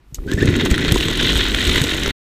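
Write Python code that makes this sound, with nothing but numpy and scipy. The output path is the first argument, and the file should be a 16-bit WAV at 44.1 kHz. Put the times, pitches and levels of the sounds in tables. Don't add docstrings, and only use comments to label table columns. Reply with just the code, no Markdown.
import sys
import numpy as np
from scipy import signal
from scipy.fft import rfft, irfft
from scipy.io import wavfile
from scipy.ndimage import uniform_filter1d

SR = 44100
rng = np.random.default_rng(int(sys.argv[2]) if len(sys.argv) > 2 else 0)


def file_out(sig):
    cols = np.atleast_2d(sig).T
    lim = np.clip(cols, -1, 1)
    pcm = np.round(lim * 32767).astype(np.int16)
    wavfile.write(sys.argv[1], SR, pcm)


N = 105840
T = np.arange(N) / SR
TICK_DECAY_S = 0.0016

# (time [s], speed [turns per s])
WHEEL_SPEED = [(.15, 5.9), (.5, 14.05), (.62, 19), (.78, 26.3), (1.05, 40.3), (1.25, 42.2), (1.5, 46),
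               (1.8, 45.8), (2.1, 44)]
# (frequency [Hz], level [dB])
BODY_TONE = [(400, -29.5), (750, -16.5), (1150, -10), (1350, -1.5), (1950, -1.5), (2350, -5), (3100, -2),
             (3650, -3), (4250, -9), (4900, -21.5), (7000, -20), (10000, -42.5), (15500, -46)]
# (frequency [Hz], level [dB])
THUD_TONE = [(40, 7), (110, -2), (350, 2), (520, -8.5), (800, -18.5), (1200, -17), (2500, -41.5),
             (8000, -71.5)]
# (frequency [Hz], level [dB])
METAL_TONE = [(400, -39), (1500, -19.5), (3000, -4.5), (5300, -4), (6700, 0), (7300, -3.5), (8000, 0.5),
              (8650, -9), (9100, -5), (9800, -11.5), (11800, -12), (13000, -16.5), (13850, -8.5),
              (14400, -15), (15500, -23.5)]


def body_rattle():
    # (time [s], level [dB])
    rattle_level = [(.1, -74), (.26, -49), (.3, -33.5), (.36, -34), (.45, -24.5), (.6, -22), (.69, -25.5),
                    (.89, -20.5), (.95, -27.5), (1.0, -25), (1.16, -24.5), (1.22, -20.5), (1.31, -21),
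                    (1.338, -28), (1.37, -21), (1.47, -20.5), (1.515, -27), (1.6, -19), (1.665, -23),
                    (1.71, -20), (1.79, -18), (1.83, -27), (1.89, -20), (2.0, -25), (2.1, -22.5)]
    # (frequency [Hz], level [dB])
    rasp_tone = [(1500, -26), (2500, -9), (3000, 2), (3550, 3.5), (4050, -1), (4700, -15.5), (7000, -37),
                 (15000, -56)]
    # (time [s], level [dB])
    rasp_level = [(.38, -44), (.6, -5.5), (.85, -10.5), (1.0, 2), (1.12, -2), (1.3, 3.5), (1.42, 0.5),
                  (1.58, -4.5), (1.68, 1.5), (1.78, -3.5), (2.1, -5)]
    from_grit = steady(colour(shell_ring(grit(per_turn=95, spread_db=6.5)), BODY_TONE))
    from_flaws = steady(colour(shell_ring(rim_flaws()), BODY_TONE))
    rattle = amp(-1.5) * steady(from_grit + amp(-6) * from_flaws)
    rasp = steady(colour(grit(per_turn=95, spread_db=6.5), rasp_tone)) * amp(curve(rasp_level))
    return (rattle + rasp) * steady(wheel_load()) * amp(curve(rattle_level))


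def grit(per_turn, spread_db):
    hits = rng.random(N) < per_turn * curve(WHEEL_SPEED) / SR
    return hits * rng.choice([-1, 1], N) * amp(spread_db * scatter(N))


def rim_flaws(per_wheel=2):
    out = np.zeros(N)
    for wheel in range(4):
        turns = wheel_turns() * (1 + 0.018 * rng.uniform(-1, 1))
        jitter = amp(4.5 * scatter(N))
        for place, softness in rng.uniform(-1, 1, (per_wheel, 2)):
            hits = np.flatnonzero(np.diff(np.floor(turns + place)))
            out[hits] += np.sign(place) * amp(-2.5 * softness) * jitter[hits]
    return out


def shell_ring(hits):
    tail = rng.standard_normal(N) * fade(0, decay_s=0.0039)
    return hits + amp(3) * signal.fftconvolve(hits, tail / np.linalg.norm(tail))[:N]


def wheel_load(flickers_per_s=71, depth_db=2):
    flicker = np.interp(T * flickers_per_s, np.arange(N), scatter(N))
    swell = np.sin(2 * np.pi * wheel_turns())
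    return amp(depth_db * (flicker + swell))


def mount_drumming():
    # (frequency [Hz], level [dB])
    mount_tone = [(40, -13), (85, 1), (150, -1), (280, 1), (400, -2), (470, -10), (600, -22.5), (900, -37),
                  (2000, -69)]
    # (time [s], level [dB])
    drum_level = [(.08, -59.5), (.2, -37.5), (.3, -18), (.365, -20), (.43, -11.5), (.5, -12.5), (.6, -15),
                  (.88, -18), (.95, -19), (1.0, -24), (1.06, -19.5), (1.15, -24.5), (1.25, -18),
                  (1.5, -24.5), (1.7, -19), (2.0, -31.5), (2.1, -29)]
    from_grit = steady(colour(grit(per_turn=80, spread_db=2.5), mount_tone))
    from_flaws = steady(colour(rim_flaws(), mount_tone))
    return steady(from_grit + amp(-1.5) * from_flaws) * amp(curve(drum_level) - 2)


def hollow_patter():
    speed = curve(WHEEL_SPEED) / curve(WHEEL_SPEED).max()
    return amp(-23) * steady(colour(rim_flaws(), THUD_TONE)) * (speed - speed.min()) ** 0.74


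def rail_knocks():
    # (time [s], body level [dB], mount level [dB], axle level [dB])
    knocks = [(0.1838, -65, -30.5, -83), (0.3151, -24.5, -24, -31), (0.559, -25, -18.5, -33),
              (0.5634, -35, -21, -28), (.610, -22, -26, -35), (0.6504, -30, -18, -24.5),
              (0.658, -28, -13, -26), (0.714, -21, -10, -30), (0.7418, -17, -21, -31),
              (0.779, -17, -37, -28.5), (0.848, -18, -11.5, -36.5), (0.881, -18, -8.5, -31),
              (0.912, -18.5, -28, -33), (0.9205, -18, -24.5, -15.5), (0.923, -26, -13.5, -33.5),
              (0.9426, -23.5, -11.5, -23.5), (0.958, -26.5, -10.5, -28), (1.008, -18, -19, -27),
              (1.059, -44, -13, -37), (1.0839, -18, -19.5, -32), (1.111, -27.5, -20, -32),
              (1.211, -19.5, -16, -29), (1.227, -19, -17, -26.5), (1.304, -21, -18, -28),
              (1.33, -20.5, -19, -38), (1.355, -22, -21, -27.5), (1.3663, -27, -30, -32),
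              (1.378, -22, -18.5, -32.5), (1.3956, -21, -24, -39.5), (1.518, -21, -19, -37.5),
              (1.546, -12.5, -22.5, -23.5), (1.694, -16, -11, -33), (1.758, -16, -14, -26.5),
              (1.7783, -18.5, -12.5, -27.5), (1.816, -20.5, -26.5, -20.5), (1.8382, -19, -16, -21.5),
              (1.944, -25.5, -18.5, -32), (2.0335, -19.5, -16.5, -24), (2.06, -18, -17.5, -25),
              (2.077, -27, -13.5, -27.5)]
    knocks = np.array(knocks)
    body = strikes(knocks[:, [0, 1]], BODY_TONE, decay_s=0.00067)
    mount = strikes(knocks[:, [0, 2]], THUD_TONE, decay_s=0.0026)
    axle = strikes(knocks[:, [0, 3]], METAL_TONE, TICK_DECAY_S)
    return body + mount + axle


def track_jolts(rise_s=0.00047):
    # (time [s], frequency [Hz], level [dB], decay [s])
    jolts = [(.124, 131, -26, 0.011), (0.187, 35.5, -14.5, 0.02), (0.342, 73.4, -2, 0.0073),
             (0.42, 110.5, -3.5, .012), (0.451, 89.2, -4.5, .01), (0.484, 111, -2.5, 0.013),
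             (.712, 59, 0.5, 0.011), (0.919, 106, 6, 0.0042), (0.975, 40.8, -17, 0.057),
             (1.355, 54, -14, 0.049), (1.675, 70.46, -8, 0.022), (1.814, 136.3, -1, 0.0062)]
    out = np.zeros(N)
    for start, hz, db, decay_s in jolts:
        shape = fade(start, decay_s) - fade(start, rise_s)
        out += amp(db) * shape * np.sin(2 * np.pi * hz * (T - start))
    return out


def axle_ticks(count=150):
    # (time [s], level [dB])
    clear_ticks = [(.335, -28), (.424, -36), (.456, -28), (.499, -38), (.664, -42), (.703, -29),
                   (.7102, -22), (.7235, -31), (.7865, -40), (.8155, -34.5), (.9695, -32), (.979, -30),
                   (1.029, -33), (1.173, -27), (1.235, -31), (1.2825, -33.5), (1.3738, -24.5),
                   (1.44, -29.5), (1.483, -28.5), (1.595, -29.5), (1.667, -30), (1.687, -32.5),
                   (1.7305, -32.5), (1.766, -29), (1.903, -31)]
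    # (time [s], level [dB])
    tick_level = [(.18, -81), (.3, -41.5), (.45, -37), (.6, -43), (.88, -38), (.98, -32), (1.14, -35),
                  (1.37, -31), (1.45, -37), (1.7, -28.5), (2.1, -36)]
    level_db = curve(tick_level)
    slip, strength = scatter((count, 2)).T
    times = np.interp(np.arange(count) / 2 + 0.15 * slip, wheel_turns(), T)
    ticks = np.c_[times, np.interp(times, T, level_db) + 2 * strength]
    rubbing = noise(METAL_TONE) * amp(level_db - 7)
    return strikes(np.vstack([clear_ticks, ticks]), METAL_TONE, TICK_DECAY_S) + rubbing


def axle_chirps():
    # (time [s], length [s], start pitch [Hz], end pitch [Hz], level [dB])
    chirps = [(0.275, 0.041, 1490, 1700, -26.5), (0.322, 0.017, 1614, 1840, -21.5),
              (0.375, 0.0253, 1706, 1820, -22.5), (0.413, 0.028, 1729, 1853, -17)]
    wobble = 1 + 0.0357 * unit(uniform_filter1d(rng.standard_normal(N), size=90))
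    drift = unit(uniform_filter1d(rng.standard_normal(N), size=130))
    flutter = amp(2.5 * np.clip(drift, -2, 2))
    out = np.zeros(N)
    for start, length, from_hz, to_hz, db in chirps:
        progress = np.clip((T - start) / length, 0, 1)
        pitch_hz = (from_hz + (to_hz - from_hz) * progress) * wobble
        phase = 2 * np.pi * np.cumsum(pitch_hz) / SR
        overtones = amp(-15) * sum(np.sin(k * phase) / (k - 1) for k in (2, 3, 4))
        shape = np.sqrt(np.abs(np.sin(np.pi * progress)))
        out += amp(db) * shape * flutter * (np.sin(phase) + overtones)
    return out


def latch_click(rise_s=0.00028):
    # (time [s], level [dB])
    blows = [(0.145, -13), (0.1544, -24)]
    # (frequency [Hz], level [dB], time to fade by 60 dB [s])
    notes = [(4460, -24, 0.026), (5940, -14, 0.024), (6590, -6, 0.012), (6720, -4.5, 0.011),
             (7000, -21, .012), (12040, -9, 0.01)]
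    out = np.zeros(N)
    for start, db in blows:
        ring = np.zeros(N)
        for hz, note_db, ring_s in notes:
            ring += amp(note_db) * fade(start, ring_s / np.log(1000)) * np.sin(2 * np.pi * hz * (T - start))
        snap = amp(-28) * fade(start, decay_s=0.0015)
        tail = amp(-15.5) * fade(start, decay_s=0.0091)
        crack = noise(METAL_TONE) * (snap + tail)
        out += amp(db) * (ring + crack) * (1 - fade(start, rise_s)) ** 2
    return out


def deep_rumble():
    # (frequency [Hz], level [dB])
    rumble_tone = [(10, -8.5), (25, -3.5), (40, 3.5), (62, 3), (100, -19), (200, -44.5)]
    # (time [s], level [dB])
    rumble_level = [(0, -58), (.08, -46), (.19, -35.5), (.45, -33), (.68, -23.5), (.8, -35), (.99, -20.5),
                    (1.12, -34.5), (1.36, -20), (1.45, -25.5), (1.53, -24), (1.9, -28), (2.08, -24.5)]
    return noise(rumble_tone) * amp(curve(rumble_level))


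def room_air():
    # (frequency [Hz], level [dB])
    air_tone = [(30, 6.5), (120, 0), (400, -21.5), (1000, -16.5), (4000, -27.5), (15000, -55)]
    return amp(-51) * noise(air_tone)


def strikes(rows, tone, decay_s, rise_s=0.003, size=2048):
    out = np.zeros(2 * N)
    bands = np.linspace(0, 23, size // 2 + 1)
    ring = rfft(colour(1. * (T == 0), tone)[:size])
    shape = (fade(0, decay_s) * (1 - fade(0, rise_s)))[:size]
    for (start, db), (chatter, tilt) in zip(rows, rng.standard_normal((len(rows), 2, size))):
        tint = amp(4.5 * np.interp(bands, np.arange(size), np.clip(tilt, -2, 2)))
        burst = irfft(rfft(chatter) * tint) * shape
        blow = irfft(rfft(burst) * ring)
        at = int(start * SR)
        out[at:at + size] += amp(db) * blow * np.sqrt(.005 * SR / np.sum(blow ** 2))
    return out[:N]


def colour(x, tone):
    hz, db = np.array(tone, float).T
    size = 2 * N
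    bin_hz = np.maximum(np.arange(N + 1) * SR / size, 1)
    cepstrum = irfft(np.log(amp(np.interp(np.log(bin_hz), np.log(hz), db))))
    cepstrum[1:N] *= 2
    cepstrum[N + 1:] = 0
    return irfft(rfft(x, size) * np.exp(rfft(cepstrum)))[:N]


def wheel_turns():
    return np.cumsum(curve(WHEEL_SPEED)) / SR


def noise(tone):
    return unit(colour(rng.standard_normal(N), tone))


def scatter(shape):
    return np.clip(rng.standard_normal(shape), -2, 2)


def steady(x):
    slow_power = np.maximum(uniform_filter1d(x ** 2, SR // 12), 0)
    return x / np.sqrt(slow_power + .01 * np.mean(x ** 2))


def fade(start, decay_s):
    return (T >= start) * np.exp(-np.maximum(T - start, 0) / decay_s)


def curve(rows):
    return np.interp(T, *np.array(rows, float).T)


def amp(db):
    return 10 ** (np.asarray(db) / 20)


def unit(x):
    return x / np.sqrt(np.mean(x ** 2) + 1e-18)


def scene():
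    air = room_air()
    rolling = body_rattle() + mount_drumming() + hollow_patter() + deep_rumble()
    events = axle_ticks() + rail_knocks() + track_jolts() + axle_chirps() + latch_click()
    return (rolling + events + air)[None]


def record(dry, cut_s=2.109):
    bass_cut = signal.butter(1, 12, "high", fs=SR, output="sos")
    treble_cut = signal.ellip(10, .2, 70, 15250, fs=SR, output="sos")
    rounded = 1.4 * np.tanh(signal.sosfilt(bass_cut, dry) / 1.6)
    gate = (T < cut_s) + fade(cut_s, decay_s=0.0014)
    return signal.sosfilt(treble_cut, rounded * gate)


dry = scene()
out = record(dry)
file_out(out)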